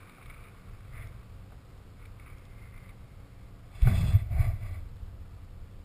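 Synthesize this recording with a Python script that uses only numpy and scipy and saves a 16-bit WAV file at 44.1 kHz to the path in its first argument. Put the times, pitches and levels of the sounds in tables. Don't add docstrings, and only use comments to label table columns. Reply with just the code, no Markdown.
import sys
import numpy as np
from scipy import signal
from scipy.fft import rfft, irfft
from scipy.io import wavfile
from scipy.ndimage import uniform_filter1d

SR = 44100
rng = np.random.default_rng(int(sys.argv[2]) if len(sys.argv) > 2 else 0)


def transcribe(signal):
    frames = np.atleast_2d(signal).T
    limited = np.clip(frames, -1, 1)
    pcm = np.round(limited * 32767).astype(np.int16)
    wavfile.write(sys.argv[1], SR, pcm)


N = 257544
TIME = np.arange(N) / SR

# (time of full strength [s], hold [s], rush level [dB], edge hiss [dB], hollow [dB], boom [dB])
GUST_EVENTS = [(0.952, .1, -60.5, -13, -3.5, 15.5), (3.757, 0.073, -59.5, -3, -8, 4),
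               (3.878, 0.059, -46.5, -2.5, -1, 17.5), (3.961, 0.17, -52, 1.5, 0.5, 25),
               (4.145, 0.04, -53, -11, -3, 23), (4.332, 0.17, -57, -22, 5.5, 28),
               (4.394, 0.071, -46, -17.5, -3.5, 18), (4.629, .13, -57, -9.5, -4, 19)]
GUST_ATTACK_S, RUSH_RELEASE_S, RUSH_SAG_DB_PER_S = 0.035, 0.048, 13
BOOM_RELEASE_S, BOOM_SAG_DB_PER_S = 0.063, 17
GUST_EDDY_DB = -2.5
# (time [s], base level [dB])
BREEZE_CURVE = [(0, -53), (.16, -60), (.27, -48), (.55, -55), (.7, -46.5), (1.05, -46.5), (1.8, -51),
                (2.3, -47), (3.6, -49.5), (5.0, -43), (5.84, -46)]
BREEZE_EDDY_DB, BREEZE_BOOM_DB, EDDY_SPREAD_DB = -1.16, -4.5, 1.45
# (time [s], frequency [Hz])
BOOM_CURVE = [(3.6, 105.1), (4.45, 96.1), (4.9, 88.86)]
# (time [s], level [dB], shedding rate [Hz])
SHEDDING_CURVE = [(3.84, -42.5, 159.2), (3.91, -32.5, 201), (3.96, -41, 184.7), (4.015, -32.5, 152),
                  (4.15, -43.5, 145.3), (4.26, -66, 137)]
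# (centre time [s], envelope peak [dB], frequency [Hz], half length [s])
BUFFET_EVENTS = [(.955, -40.5, 101, 0.019), (3.833, -9.5, 40.7, 0.0083), (3.866, -20.5, 22, 0.028),
                 (3.871, -15, 122, 0.016), (4.155, -12, 94.8, 0.014), (4.385, -15.5, 88.4, 0.0085),
                 (4.409, -16.5, 91.5, 0.011), (4.467, -22, 103, 0.012)]
# (time [s], hold [s], ring level [dB], ring centre [Hz], scratch re ring [dB])
JACKET_RUBS = [(0, 0.15, -63.5, 2310, 3.5), (.19, .29, -60.5, 2290, -.5), (0.523, 0.71, -72, 2240, 6),
               (.953, .075, -53, 2072, -6.5), (1.996, .05, -66, 2180, 0.5), (2.22, .09, -62, 2250, 0),
               (2.339, 0.21, -67, 2130, -4), (2.586, 0.31, -62.5, 2102, -5), (2.979, .5, -73.5, 2140, -10)]
RUB_ATTACK_S, RUB_RELEASE_S = 0.022, 0.0359

# (time [s], peak level [dB])
STRAP_SNAPS = [(.072, -51), (.095, -45), (.224, -51), (.258, -44), (.298, -41.5), (.303, -44), (.342, -47),
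               (.438, -51), (2.054, -47.5), (2.197, -46), (2.777, -48.5), (2.891, -47), (3.819, -39.5),
               (4.32, -52)]
LINK_TICKS = [(1.072, -51.5), (2.383, -53), (2.453, -49), (3.82, -42), (4.967, -56)]
HELMET_KNOCKS = [(.181, -47.5), (1.521, -47.5), (3.871, -26)]

# (frequency [Hz], width per pass [Hz], gain [dB])
EDDY_RESONANCES = [(24.2, 36, -5), (53.2, 19.5, -9)]
SHELL_RESONANCES = [(1162, 137, 1.5), (1500, 170, -3.5), (2040, 235, 2.5), (2197, 200, 3), (2580, 106, -8),
                    (3450, 380, -37), (4110, 480, -15), (4620, 250, -17), (4870, 240, -13.5)]
HOLLOW_RESONANCES = [(354, 110, -10), (658, 146, 1.5)]
EDGE_RESONANCES = [(2590, 280, -5), (3430, 240, -2.5), (4115, 160, -9), (4690, 200, -11.5), (4926, 210, -8),
                   (5200, 320, -18)]
CLOTH_RESONANCES = [(1194, 200, -4), (1287, 610, 1), (1800, 440, -12), (2550, 79, -4), (3580, 310, -11.5)]
SNAP_RESONANCES = [(1220, 330, -2), (2230, 350, 5), (3600, 750, -8.5), (4930, 520, -37)]
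TICK_RESONANCES = [(3380, 1000, -2), (5300, 420, 1)]
KNOCK_RESONANCES = [(368, 200, 12), (742, 200, 17.5), (1180, 640, 13.5), (1970, 330, 7), (3400, 540, -22)]

# (frequency [Hz], relative spectral density [dB])
CHURN_SPECTRUM = [(200, -19), (350, 0), (550, -7.5), (950, -6.5), (1700, -9.5), (2500, -24), (3000, -38),
                  (5500, -20)]
WASH_SPECTRUM = [(130, 0), (200, -6.5), (260, -10.5), (350, -12.5), (520, -11.5), (620, -16.5), (780, -16),
                 (960, -19), (1170, -15), (1780, -23), (2250, -22.5), (2900, -26), (5200, -29), (6000, -31)]
WASH_START_DB, WASH_EASE_DB_PER_S = -57, 0.27
# (frequency [Hz], mean level [dB])
AIRCRAFT_LINES = [(93.7, -60.5), (187.5, -65.5), (280.3, -70.5), (373, -77.5), (467, -78), (525, -86.5),
                  (543.5, -80), (678, -78.5)]
HOLD_HZ, CUTOFF_HZ = 12000, 15100


def wind():
    _, _, rush_db, _, _, boom_db = np.transpose(GUST_EVENTS)
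    breeze_db, = in_time(BREEZE_CURVE)
    boom_hz, = in_time(BOOM_CURVE)
    flutter_db, shedding_hz = in_time(SHEDDING_CURVE)
    gusts = gust_gain(rush_db + boom_db, BOOM_RELEASE_S, BOOM_SAG_DB_PER_S)
    uneven_breeze = from_db(breeze_db + BREEZE_EDDY_DB + EDDY_SPREAD_DB * drift(4.3))
    eddy_gain = np.hypot(uneven_breeze, from_db(GUST_EDDY_DB) * gusts)
    boom_gain = np.hypot(from_db(breeze_db + BREEZE_BOOM_DB), gusts)
    flutter_gain = during(SHEDDING_CURVE) * from_db(flutter_db)
    eddies = eddy_gain * evened(low_noise(EDDY_RESONANCES, top_hz=94.84), window_s=0.2)
    boom = boom_gain * evened(moving_ring(boom_hz, half_width_hz=15.6), window_s=0.073)
    flutter = flutter_gain * evened(moving_ring(shedding_hz, half_width_hz=22), window_s=0.055)
    return eddies + boom + flutter


def buffets():
    pressure = np.zeros(N)
    for centre_s, db, hz, half_s in BUFFET_EVENTS:
        t = TIME - centre_s
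        envelope = from_db(db) * np.exp(-(t / half_s) ** 2)
        pressure -= envelope * np.sin(2 * np.pi * hz * t)
    return pressure


def rush():
    _, _, rush_db, edge_db, hollow_db, _ = np.transpose(GUST_EVENTS)
    shell = unit_rms(body(turbulence(spread_db=1.6, rate_hz=19), SHELL_RESONANCES))
    hollow = evened(body(rng.standard_normal(N), HOLLOW_RESONANCES), window_s=0.058)
    churn = coloured(turbulence(spread_db=-1.5, rate_hz=44), CHURN_SPECTRUM)
    edge = unit_rms(body(turbulence(spread_db=2.0, rate_hz=15), EDGE_RESONANCES))
    return sum(gust_gain(rush_db + db, RUSH_RELEASE_S, RUSH_SAG_DB_PER_S) * layer
               for db, layer in [(0, shell), (hollow_db, hollow), (edge_db, edge + churn)])


def jacket_rustle():
    _, _, _, ring_hz, scratch_db = np.transpose(JACKET_RUBS)
    rub_power = np.array([from_db(db) * swell(full_s, hold_s, RUB_ATTACK_S, RUB_RELEASE_S)
                          for full_s, hold_s, db, *_ in JACKET_RUBS]) ** 2
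    ring_power = rub_power.sum(axis=0)
    scratch_power = from_db(scratch_db) ** 2 @ rub_power
    centre_hz = ring_hz @ rub_power / ring_power
    slips = unit_rms(from_db(2.4 * drift(140)))
    core = moving_ring(centre_hz, half_width_hz=68)
    skirt = from_db(-1.0) * moving_ring(centre_hz, half_width_hz=300)
    ring = unit_rms(core + skirt)
    scratch = unit_rms(body(rng.standard_normal(N), CLOTH_RESONANCES))
    return slips * (np.sqrt(ring_power) * ring + np.sqrt(scratch_power) * scratch)


def impacts(events, modes, decay_s):
    out, size = np.zeros(N), SR // 10
    decay = np.exp(-np.arange(size) / (decay_s * SR))
    for time_s, db in events:
        hit = body(rng.standard_normal(size) * decay, modes)
        start = int(time_s * SR)
        out[start:start + size] += from_db(db) * hit / np.abs(hit).max()
    return out


def air_wash():
    gain = from_db(WASH_START_DB - WASH_EASE_DB_PER_S * TIME)
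    return gain * coloured(turbulence(spread_db=0.67, rate_hz=140), WASH_SPECTRUM)


def aircraft(waver_hz, fading_db):
    drone = np.zeros(N)
    for hz, db in AIRCRAFT_LINES:
        amplitude = np.sqrt(2) * from_db(db + fading_db * drift(1.8))
        phase = 2 * np.pi * np.cumsum(hz + waver_hz * drift(4.53)) / SR
        drone += amplitude * np.sin(phase)
    return drone


def gust_gain(levels_db, release_s, sag_db_per_s):
    gains = [from_db(db) * swell(full_s, hold_s, GUST_ATTACK_S, release_s, sag_db_per_s)
             for (full_s, hold_s, *_), db in zip(GUST_EVENTS, levels_db)]
    return np.sqrt(sum(gain ** 2 for gain in gains))


def swell(full_s, hold_s, attack_s, release_s, sag_db_per_s=0):
    early = np.maximum(full_s - TIME, 0)
    late = np.maximum(TIME - full_s - hold_s, 0)
    sag = from_db(-sag_db_per_s * np.clip(TIME - full_s, 0, hold_s))
    return sag * np.exp(-np.minimum(early / attack_s + late / release_s, 20))


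def turbulence(spread_db, rate_hz):
    return unit_rms(rng.standard_normal(N) * from_db(spread_db * drift(rate_hz)))


def low_noise(modes, top_hz):
    lowpass = signal.butter(8, top_hz, fs=SR, output="sos")
    return signal.sosfilt(lowpass, body(rng.standard_normal(N), modes))


def moving_ring(centre_hz, half_width_hz):
    lowpass = signal.butter(2, half_width_hz, fs=SR, output="sos")
    in_phase, quadrature = signal.sosfilt(lowpass, rng.standard_normal((2, N)))
    phase = 2 * np.pi * np.cumsum(centre_hz) / SR
    return unit_rms(in_phase * np.cos(phase) + quadrature * np.sin(phase))


def body(x, modes):
    return sum(from_db(db) * resonate(resonate(x, hz, width), hz, width) for hz, width, db in modes)


def resonate(x, hz, width_hz):
    radius = np.exp(-np.pi * width_hz / SR)
    feedforward = np.array([1, 0, -1]) * (1 - radius ** 2) / 2
    feedback = [1, -2 * radius * np.cos(2 * np.pi * hz / SR), radius ** 2]
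    return signal.lfilter(feedforward, feedback, x + 1e-18)


def coloured(x, spectrum):
    hz, db = np.transpose(spectrum)
    bin_hz = np.maximum(np.arange(N // 2 + 1) * SR / N, 1)
    gain = from_db(np.interp(np.log(bin_hz), np.log(hz), db))
    rolloff = np.minimum(bin_hz / hz[0], 1) ** 2 * np.minimum(hz[-1] / bin_hz, 1) ** 2
    return unit_rms(irfft(rfft(x) * gain * rolloff, N))


def drift(rate_hz):
    step, settling = 40, 2000
    pole = np.exp(-2 * np.pi * rate_hz * step / SR)
    noise = rng.standard_normal(N // step + settling + 2)
    slow = signal.lfilter([1], [1, -2 * pole, pole ** 2], noise)[settling:]
    return np.interp(np.arange(N) / step, np.arange(len(slow)), unit_rms(slow))


def evened(x, window_s):
    power = uniform_filter1d(x * x, max(int(window_s * SR), 1))
    return unit_rms(x / np.sqrt(np.abs(power) + 1e-20))


def in_time(curve):
    times, *columns = np.transpose(curve)
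    return [np.interp(TIME, times, column) for column in columns]


def during(curve, fade_s=0.05):
    start, end = curve[0][0], curve[-1][0]
    return np.interp(TIME, [start - fade_s, start, end, end + fade_s], [0, 1, 1, 0])


def unit_rms(x):
    return x / np.sqrt(np.mean(x ** 2) + 1e-20)


def from_db(db):
    return 10 ** (np.asarray(db) / 20)


def scene():
    snaps = impacts(STRAP_SNAPS, SNAP_RESONANCES, decay_s=0.0043)
    ticks = impacts(LINK_TICKS, TICK_RESONANCES, decay_s=0.0005)
    knocks = impacts(HELMET_KNOCKS, KNOCK_RESONANCES, decay_s=0.0077)
    background = air_wash() + aircraft(waver_hz=0.66, fading_db=2.5)
    return (wind() + buffets() + rush() + jacket_rustle() + snaps + ticks + knocks + background)[None]


def record(dry):
    anti_alias = signal.butter(8, 5900, fs=SR, output="sos")
    band = signal.sosfiltfilt(anti_alias, dry)
    sampled = signal.resample_poly(band, HOLD_HZ, SR, axis=-1)
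    held = np.repeat(sampled, 4, axis=-1)
    mirrored = signal.resample_poly(held, SR, 4 * HOLD_HZ, axis=-1)[:, :N]
    treble_limit = signal.ellip(12, .1, 80, CUTOFF_HZ, fs=SR, output="sos")
    return signal.sosfilt(treble_limit, mirrored)


dry = scene()
out = record(dry)
transcribe(out)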